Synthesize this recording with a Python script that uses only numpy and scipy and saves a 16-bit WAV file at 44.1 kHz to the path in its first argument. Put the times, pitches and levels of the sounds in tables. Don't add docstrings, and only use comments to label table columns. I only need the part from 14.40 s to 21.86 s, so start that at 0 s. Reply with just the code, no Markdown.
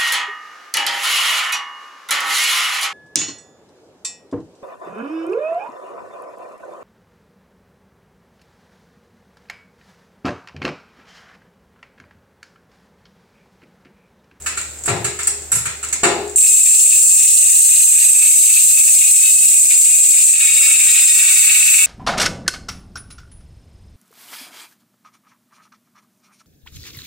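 import sys
import numpy as np
from scipy import signal
from scipy.fft import rfft, irfft
from scipy.io import wavfile
from scipy.ndimage import uniform_filter1d, minimum_filter1d

SR = 44100
rng = np.random.default_rng(int(sys.argv[2]) if len(sys.argv) > 2 else 0)


def waveform_to_disk(signal):
    frames = np.transpose(np.atleast_2d(signal))
    scaled = np.clip(frames, -1, 1) * 32767
    samples = np.round(scaled).astype(np.int16)
    wavfile.write(sys.argv[1], SR, samples)


N = 328978
TIME = np.arange(N) / SR

# (time [s], frame level [dB], stand thump level [dB])
CLUNKS = [(.478, -19.5, -8.5), (1.125, -55, -18), (1.633, -13, -29)]
# (frequency [Hz], level [dB])
SLAP_SPECTRUM = [(300, -29.5), (850, -8), (1300, 6.5), (1600, 2), (2000, 3), (2600, 4), (3100, -6),
                 (4000, -2.5), (5500, -11), (8000, -29)]
# (frequency [Hz], level [dB])
JINGLE_SPECTRUM = [(4000, -23), (6200, -11.5), (7000, -1), (7600, 2.5), (8200, -1), (9000, -9.5),
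                   (11000, -22)]
# (frequency [Hz], level [dB])
THUD_SPECTRUM = [(60, -19), (120, -13), (200, -8.5), (280, -6.5), (370, 0), (520, -3.5), (750, -2.5),
                 (1000, -7.5), (5000, -39)]
# (time [s], distance [m])
DISTANCE = [(2.8, 0.91), (3.6, 0.43), (4.6, 0.4), (5.8, 0.2), (7.45, 0.18)]

FREEWHEEL_S = 1.959
FIRST_TEETH_PER_S, WHEEL_TEETH_PER_S = 33, 218.3


def from_db(db):
    return 10 ** (np.asarray(db) / 20)


def in_time(rows):
    s, *columns = np.transpose(rows)
    return [np.interp(TIME, s, c) for c in columns]


def at_hz(points, hz):
    table_hz, values = np.transpose(points)
    return np.interp(np.log(hz + 1), np.log(table_hz), values)


def unit(x):
    return x / np.sqrt(np.sum(x ** 2, axis=-1, keepdims=True) + 1e-20)


def pan(db):
    return from_db(np.array([[db], [-db]]) / 2)


def drift(rate_hz):
    knots = rng.standard_normal(int(N / SR * rate_hz) + 2)
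    return np.interp(TIME * rate_hz, np.arange(len(knots)), knots)


def through(x, response):
    return signal.oaconvolve(np.atleast_2d(x), np.atleast_2d(response), axes=-1)[:, :N]


def colour(x, spectrum, size=4096):
    log_gain = np.log(from_db(at_hz(spectrum, np.arange(size // 2 + 1) * SR / size)))
    cepstrum = irfft(log_gain)
    cepstrum[1:size // 2] *= 2
    cepstrum[size // 2 + 1:] = 0
    return through(x, unit(irfft(np.exp(rfft(cepstrum)))))


def resonance(x, hz, width_hz):
    r = np.exp(-np.pi * width_hz / SR)
    zeros = np.array([1, 0, -1]) * (1 - r * r) / 2
    poles = [1, -2 * r * np.cos(2 * np.pi * hz / SR), r * r]
    return signal.lfilter(zeros, poles, x + 1e-18)


def clicks(times_s, sizes):
    at = np.round(times_s * SR).astype(int)
    inside = (at >= 0) & (at < N)
    return np.bincount(at[inside], sizes[inside], N)


def shop(room_db, early_db, early_s, alike_hz=650):
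    # (frequency [Hz], T60 [s])
    room_t60 = [(100, 0.075), (400, 0.6), (1500, 0.43), (4000, 0.65), (8000, 0.36), (15000, 0.073)]
    t, tail = TIME[:SR], 0
    edges_hz = np.geomspace(50, 18000, 11)
    for low, high in zip(edges_hz, edges_hz[1:]):
        hz = np.sqrt(low * high)
        alike = 1 / (1 + (hz / alike_hz) ** 2)
        common = np.sqrt(alike) * rng.standard_normal(SR)
        noise = common + np.sqrt(1 - alike) * rng.standard_normal((2, SR))
        band_filter = signal.butter(2, [low, high], "band", fs=SR, output="sos")
        tail = tail + signal.sosfilt(band_filter, noise) * 1000 ** (-t / at_hz(room_t60, hz))
    direct = t == 0
    early = from_db(early_db) * unit(tail * np.exp(-t / early_s))
    late = from_db(room_db) * unit(tail * (t > early_s))
    return unit(direct + early + late)


def room_hum(hum_hz=74.3, hum_db=-45):
    level = np.sqrt(2) * from_db(hum_db + 0.67 * drift(5.7))
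    phase = 2 * np.pi * np.cumsum(hum_hz + .5 * drift(4.85)) / SR
    return level * np.sin(phase) * pan(3.2)


def air_and_wheel_rush(air_db=-47.5, rush_at_1m_db=-60.5):
    # (frequency [Hz], level [dB])
    air_spectrum = [(20, -23), (50, -4.5), (110, 0), (200, -8.5), (400, -7.5), (900, -12.5), (3000, -18.5)]
    metres, = in_time(DISTANCE)
    noise = rng.standard_normal(N) + 0.65 * rng.standard_normal((2, N))
    level = np.hypot(from_db(air_db), from_db(rush_at_1m_db) / metres)
    return level * colour(noise, air_spectrum) * pan(3.2)


def running_chain(rustle_db=-40, scrape_db=-52, rumble_db=-51):
    noise = rng.standard_normal(N) * (TIME < FREEWHEEL_S)
    rustle = from_db(rustle_db) * colour(noise, JINGLE_SPECTRUM)
    scrape = from_db(scrape_db) * colour(noise, SLAP_SPECTRUM)
    rumble = from_db(rumble_db) * colour(noise, THUD_SPECTRUM) * pan(1.4)
    return rustle + scrape + rumble


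def roller_ticks(links_per_s=48, tick_db=-36, spread_db=5, late_s=0.0013):
    # (time [s], relative level [dB])
    sharp_ticks = [(0.214, -19.5), (.347, -47), (.388, -30), (0.438, -19.5), (0.833, -15), (1.021, -26.5),
                   (1.449, -20.5), (1.488, -21)]
    when_s = np.arange(0, FREEWHEEL_S, 1 / links_per_s)
    late, size = rng.standard_normal((len(when_s), 2)).T
    rollers = clicks(when_s + late_s * late, from_db(tick_db + spread_db * size))
    s, db = np.transpose(sharp_ticks)
    return from_db(22.5) * colour(rollers + clicks(s, from_db(db)), JINGLE_SPECTRUM)


def rattle(s, db, length_s, grain=1.05):
    t = TIME[:SR // 5]
    contacts = rng.standard_normal(len(t))
    uneven = np.sign(contacts) * np.abs(contacts) ** grain
    burst = unit(uneven * np.exp(-t / max(length_s, .001)))
    return clicks(s + t, burst * from_db(db) * np.sqrt(SR / 50))


def chain_landings():
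    # (time [s], relative level [dB])
    guide_slaps = [(0.06, -19.5), (.172, -23), (.643, -19), (0.789, -23.5), (1.254, -21), (1.428, -26)]
    # (time [s], relative jingle level [dB], relative crack level [dB], rattle time [s])
    shifts = [(0.457, -14, -38, 0.0081), (0.871, -8, -22.5, 0.0046), (1.117, -7, -21, 0.015),
              (1.15, -11, -21.5, 0.034), (1.526, -7.5, -39, 0.0064)]
    # (frequency [Hz], level [dB])
    crack_spectrum = [(3000, -46), (6000, -10), (9500, 23), (11500, 20), (16000, -3)]
    # (s, jingle dB, slap dB, crack dB, rattle time s)
    landings = [(s, db + 7, db, db - 14, 0.017) for s, db in guide_slaps]
    landings += [(s, db, db - 16.5, crack_db, length_s) for s, db, crack_db, length_s in shifts]
    landings += [(s, db + 6.5, db + 3, -np.inf, 0.022) for s, db, _ in CLUNKS]
    jingle = sum(rattle(s, db, length_s) for s, db, _, _, length_s in landings)
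    slap = sum(rattle(s, db, length_s) for s, _, db, _, length_s in landings)
    crack = sum(rattle(s, db, length_s) for s, _, _, db, length_s in landings)
    slap = from_db(-3.5) * colour(slap, SLAP_SPECTRUM) * pan(2.1)
    jingle = from_db(-6.0) * colour(jingle, JINGLE_SPECTRUM)
    return slap + jingle + from_db(1.5) * colour(crack, crack_spectrum)


def frame_clunks(stand_hz=119, stand_width_hz=55):
    thud = colour(sum(rattle(s, db, length_s=0.084) for s, db, _ in CLUNKS), THUD_SPECTRUM)
    thump = sum(rattle(s, db, length_s=0.13) for s, _, db in CLUNKS)
    for _ in range(2):
        thump = resonance(thump, stand_hz, stand_width_hz)
    return (thud + from_db(17) * thump) * pan(3.6)


def frame_ring():
    # (frequency [Hz], relative level [dB], T60 [s])
    frame_modes = [(360, -8, 1.1), (409.4, -17, 2.23), (413.5, -11.5, 1.77), (512, -23, 0.64),
                   (700, -7.5, 0.71), (820, -13.5, 0.5), (1140, -11, 0.26), (1700, -24, 1.06),
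                   (2510, -18, 0.69)]
    modes = sum(from_db(db - 60 * TIME / t60_s) * np.sin(2 * np.pi * hz * TIME)
                for hz, db, t60_s in frame_modes)
    s, db, _ = np.transpose(CLUNKS)
    return through(clicks(s, from_db(db)), modes) * pan(6.0)


def tooth_rate(spin_up_s=.05, drag_teeth_per_s2=5.9):
    # (time [s], added rate [teeth/s])
    backspin_rows = [(2.09, 36), (2.19, 48), (2.27, 22), (2.44, 13), (2.47, 0), (3.56, 0), (4.0, 19),
                     (4.27, 6), (4.4, 14), (4.57, 46), (4.95, 58), (5.28, 45), (5.56, 55), (5.84, 47),
                     (6.03, 31), (6.3, 31), (6.47, 0)]
    t = TIME - FREEWHEEL_S
    backspin, = in_time(backspin_rows)
    slipping = FIRST_TEETH_PER_S * np.exp(np.minimum(t, 1) / spin_up_s)
    return np.minimum(slipping, WHEEL_TEETH_PER_S - drag_teeth_per_s2 * t + backspin)


def pawl_impacts(rate, teeth, bounce_s=.0006, bounce_db=3.5, slow_tooth_power=0.33):
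    # (place in tooth cycle [0-1], hub weight [dB], relative ring level [dB])
    pawls = [(0.0, -2, 0), (.48, -11, -0.5)]
    running = TIME >= FREEWHEEL_S
    drops, bounces = 0, 0
    for place, weight_db, ring_db in pawls:
        when_s = np.interp(np.arange(int(teeth[-1])) + place, teeth[running], TIME[running])
        drops = drops + clicks(when_s, np.full(len(when_s), from_db(weight_db)))
        for size in rng.standard_normal((len(when_s), 2)).T:
            bounce_at_s = when_s + bounce_s * rng.exponential(1, len(when_s))
            bounces = bounces + clicks(bounce_at_s, from_db(ring_db + bounce_db * size))
    strength = np.sqrt(SR / WHEEL_TEETH_PER_S)
    pace = np.clip(rate / rate[-1], FIRST_TEETH_PER_S / WHEEL_TEETH_PER_S, 1) ** slow_tooth_power
    return drops * strength * pace, bounces * strength / pace / 2


def steel_ring(bounces, cut_hz=6050, modes_db=10, snap_db=-1):
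    # (frequency [Hz], width [Hz], level [dB], left minus right [dB])
    steel_modes = [(6650, 760, -18, 1), (7330, 420, -11, 13), (7650, 260, -3, 14), (8314, 64, 5, -16.5),
                   (8610, 550, -10.5, -4.5), (9140, 112, 0.5, -6.5), (9330, 1230, -17.5, -12.5),
                   (12200, 200, -53, -12), (13900, 330, -27, 16)]
    # (frequency [Hz], level [dB])
    snap_spectrum = [(5000, -6), (6200, -0.5), (7500, 14), (10500, -0.5), (12800, -1.5), (16000, -3)]
    modes = 0
    for k, (hz, width_hz, db, side_db) in enumerate(steel_modes):
        modes = modes + (-1) ** k * from_db(db) * pan(side_db) * resonance(bounces, hz, width_hz)
    ring = from_db(modes_db) * modes + from_db(snap_db) * colour(bounces, snap_spectrum)
    return signal.sosfilt(signal.butter(8, cut_hz, "high", fs=SR, output="sos"), ring)


def flutter(drops):
    band_filter = signal.butter(3, [10, 38], "band", fs=SR, output="sos")
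    push = signal.sosfilt(band_filter, rng.standard_normal(N))
    return drops * (.72 + .68 * push / push.std())


def radiation(teeth):
    metres, = in_time(DISTANCE)
    off_beam_db = 8.5 * np.clip((TIME - 5.88) / .08, 0, 1)
    swell_db = 2.5 * np.cos(2 * np.pi * (teeth - 6.9) / 57)
    halt_db = 7 * np.exp(-np.abs(TIME - 2.06) / .035)
    steel = from_db(-4.5 - off_beam_db + 1.23 * drift(20)) / metres ** 0.67
    shell = from_db(-22.5 + swell_db + halt_db) / metres ** 0.99
    wheel = from_db(-45 + swell_db) / metres ** 1.464
    return steel, shell, wheel


def scattered(x, count=7):
    places_s, step_s = np.linspace(FREEWHEEL_S, TIME[-1], count, retstep=True)
    fades = np.cos(np.pi / 2 * np.clip((TIME - places_s[:, None]) / step_s, -1, 1))
    return sum(through(x * fade, shop(room_db=13, early_db=8.5, early_s=0.0023)) for fade in fades)


def freehub(tap_db=-13):
    # (frequency [Hz], level [dB])
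    tap_spectrum = [(900, -64), (2000, -39.5), (2800, 0.5), (3300, -7), (3750, -3.5), (4250, -1.5),
                    (5400, -4), (6500, 0), (9000, -9.5)]
    # (frequency [Hz], level [dB])
    shell_spectrum = [(700, -61.5), (2050, -18.5), (2280, -13), (2560, -3.5), (2680, -5.5), (2900, -15),
                      (3300, -22.5), (3780, -10.5), (4000, -21.5), (6000, -24)]
    # (frequency [Hz], level [dB])
    wheel_spectrum = [(450, -58), (750, -5.5), (860, -9), (1050, -8.5), (1300, 0.5), (1650, 9), (2000, -15),
                      (2400, 16.5), (4000, -27.5)]
    rate = tooth_rate()
    teeth = np.cumsum(rate * (TIME >= FREEWHEEL_S)) / SR + .004 * drift(50)
    drops, bounces = pawl_impacts(rate, teeth)
    ring = steel_ring(bounces)
    tap = from_db(tap_db) * colour(flutter(drops), tap_spectrum) * pan(0.76)
    shell = colour(flutter(drops), shell_spectrum) * pan(2.3)
    wheel = colour(flutter(drops), wheel_spectrum) * pan(2.2)
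    steel_gain, shell_gain, wheel_gain = radiation(teeth)
    buzz = steel_gain * tap + shell_gain * shell + wheel_gain * wheel
    near = shop(room_db=-1, early_db=-5, early_s=.005)
    return scattered(steel_gain * ring) + through(buzz, near)


def scene():
    background = room_hum() + air_and_wheel_rush()
    drivetrain = running_chain() + chain_landings() + frame_clunks()
    drivetrain = through(drivetrain, shop(room_db=14.0, early_db=12.0, early_s=0.0038))
    ticks = through(roller_ticks(), shop(room_db=8, early_db=-1, early_s=0.00085))
    return background + drivetrain + ticks + frame_ring() + freehub()


def gain_control(x, threshold_db=-8.5, release_db_per_s=50):
    power = uniform_filter1d(np.mean(x ** 2, axis=0), size=801, origin=400)
    level_db = 10 * np.log10(np.maximum(power, 1e-12))
    recovery_db = release_db_per_s * TIME
    excess_db = np.maximum(level_db - threshold_db, 0)
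    cut_db = np.maximum.accumulate(excess_db + recovery_db) - recovery_db
    return x * from_db(-uniform_filter1d(cut_db, size=221))


def record(dry, ceiling=0.94, cutoff_hz=15800):
    levelled = gain_control(dry)
    allowed = ceiling / np.maximum(np.abs(levelled), ceiling)
    gain = minimum_filter1d(allowed, size=121)
    gain = uniform_filter1d(uniform_filter1d(gain, size=61), size=61)
    low_pass = signal.ellip(12, .1, 70, cutoff_hz, fs=SR, output="sos")
    return signal.sosfilt(low_pass, levelled * gain)


dry = scene()
out = record(dry)
waveform_to_disk(out)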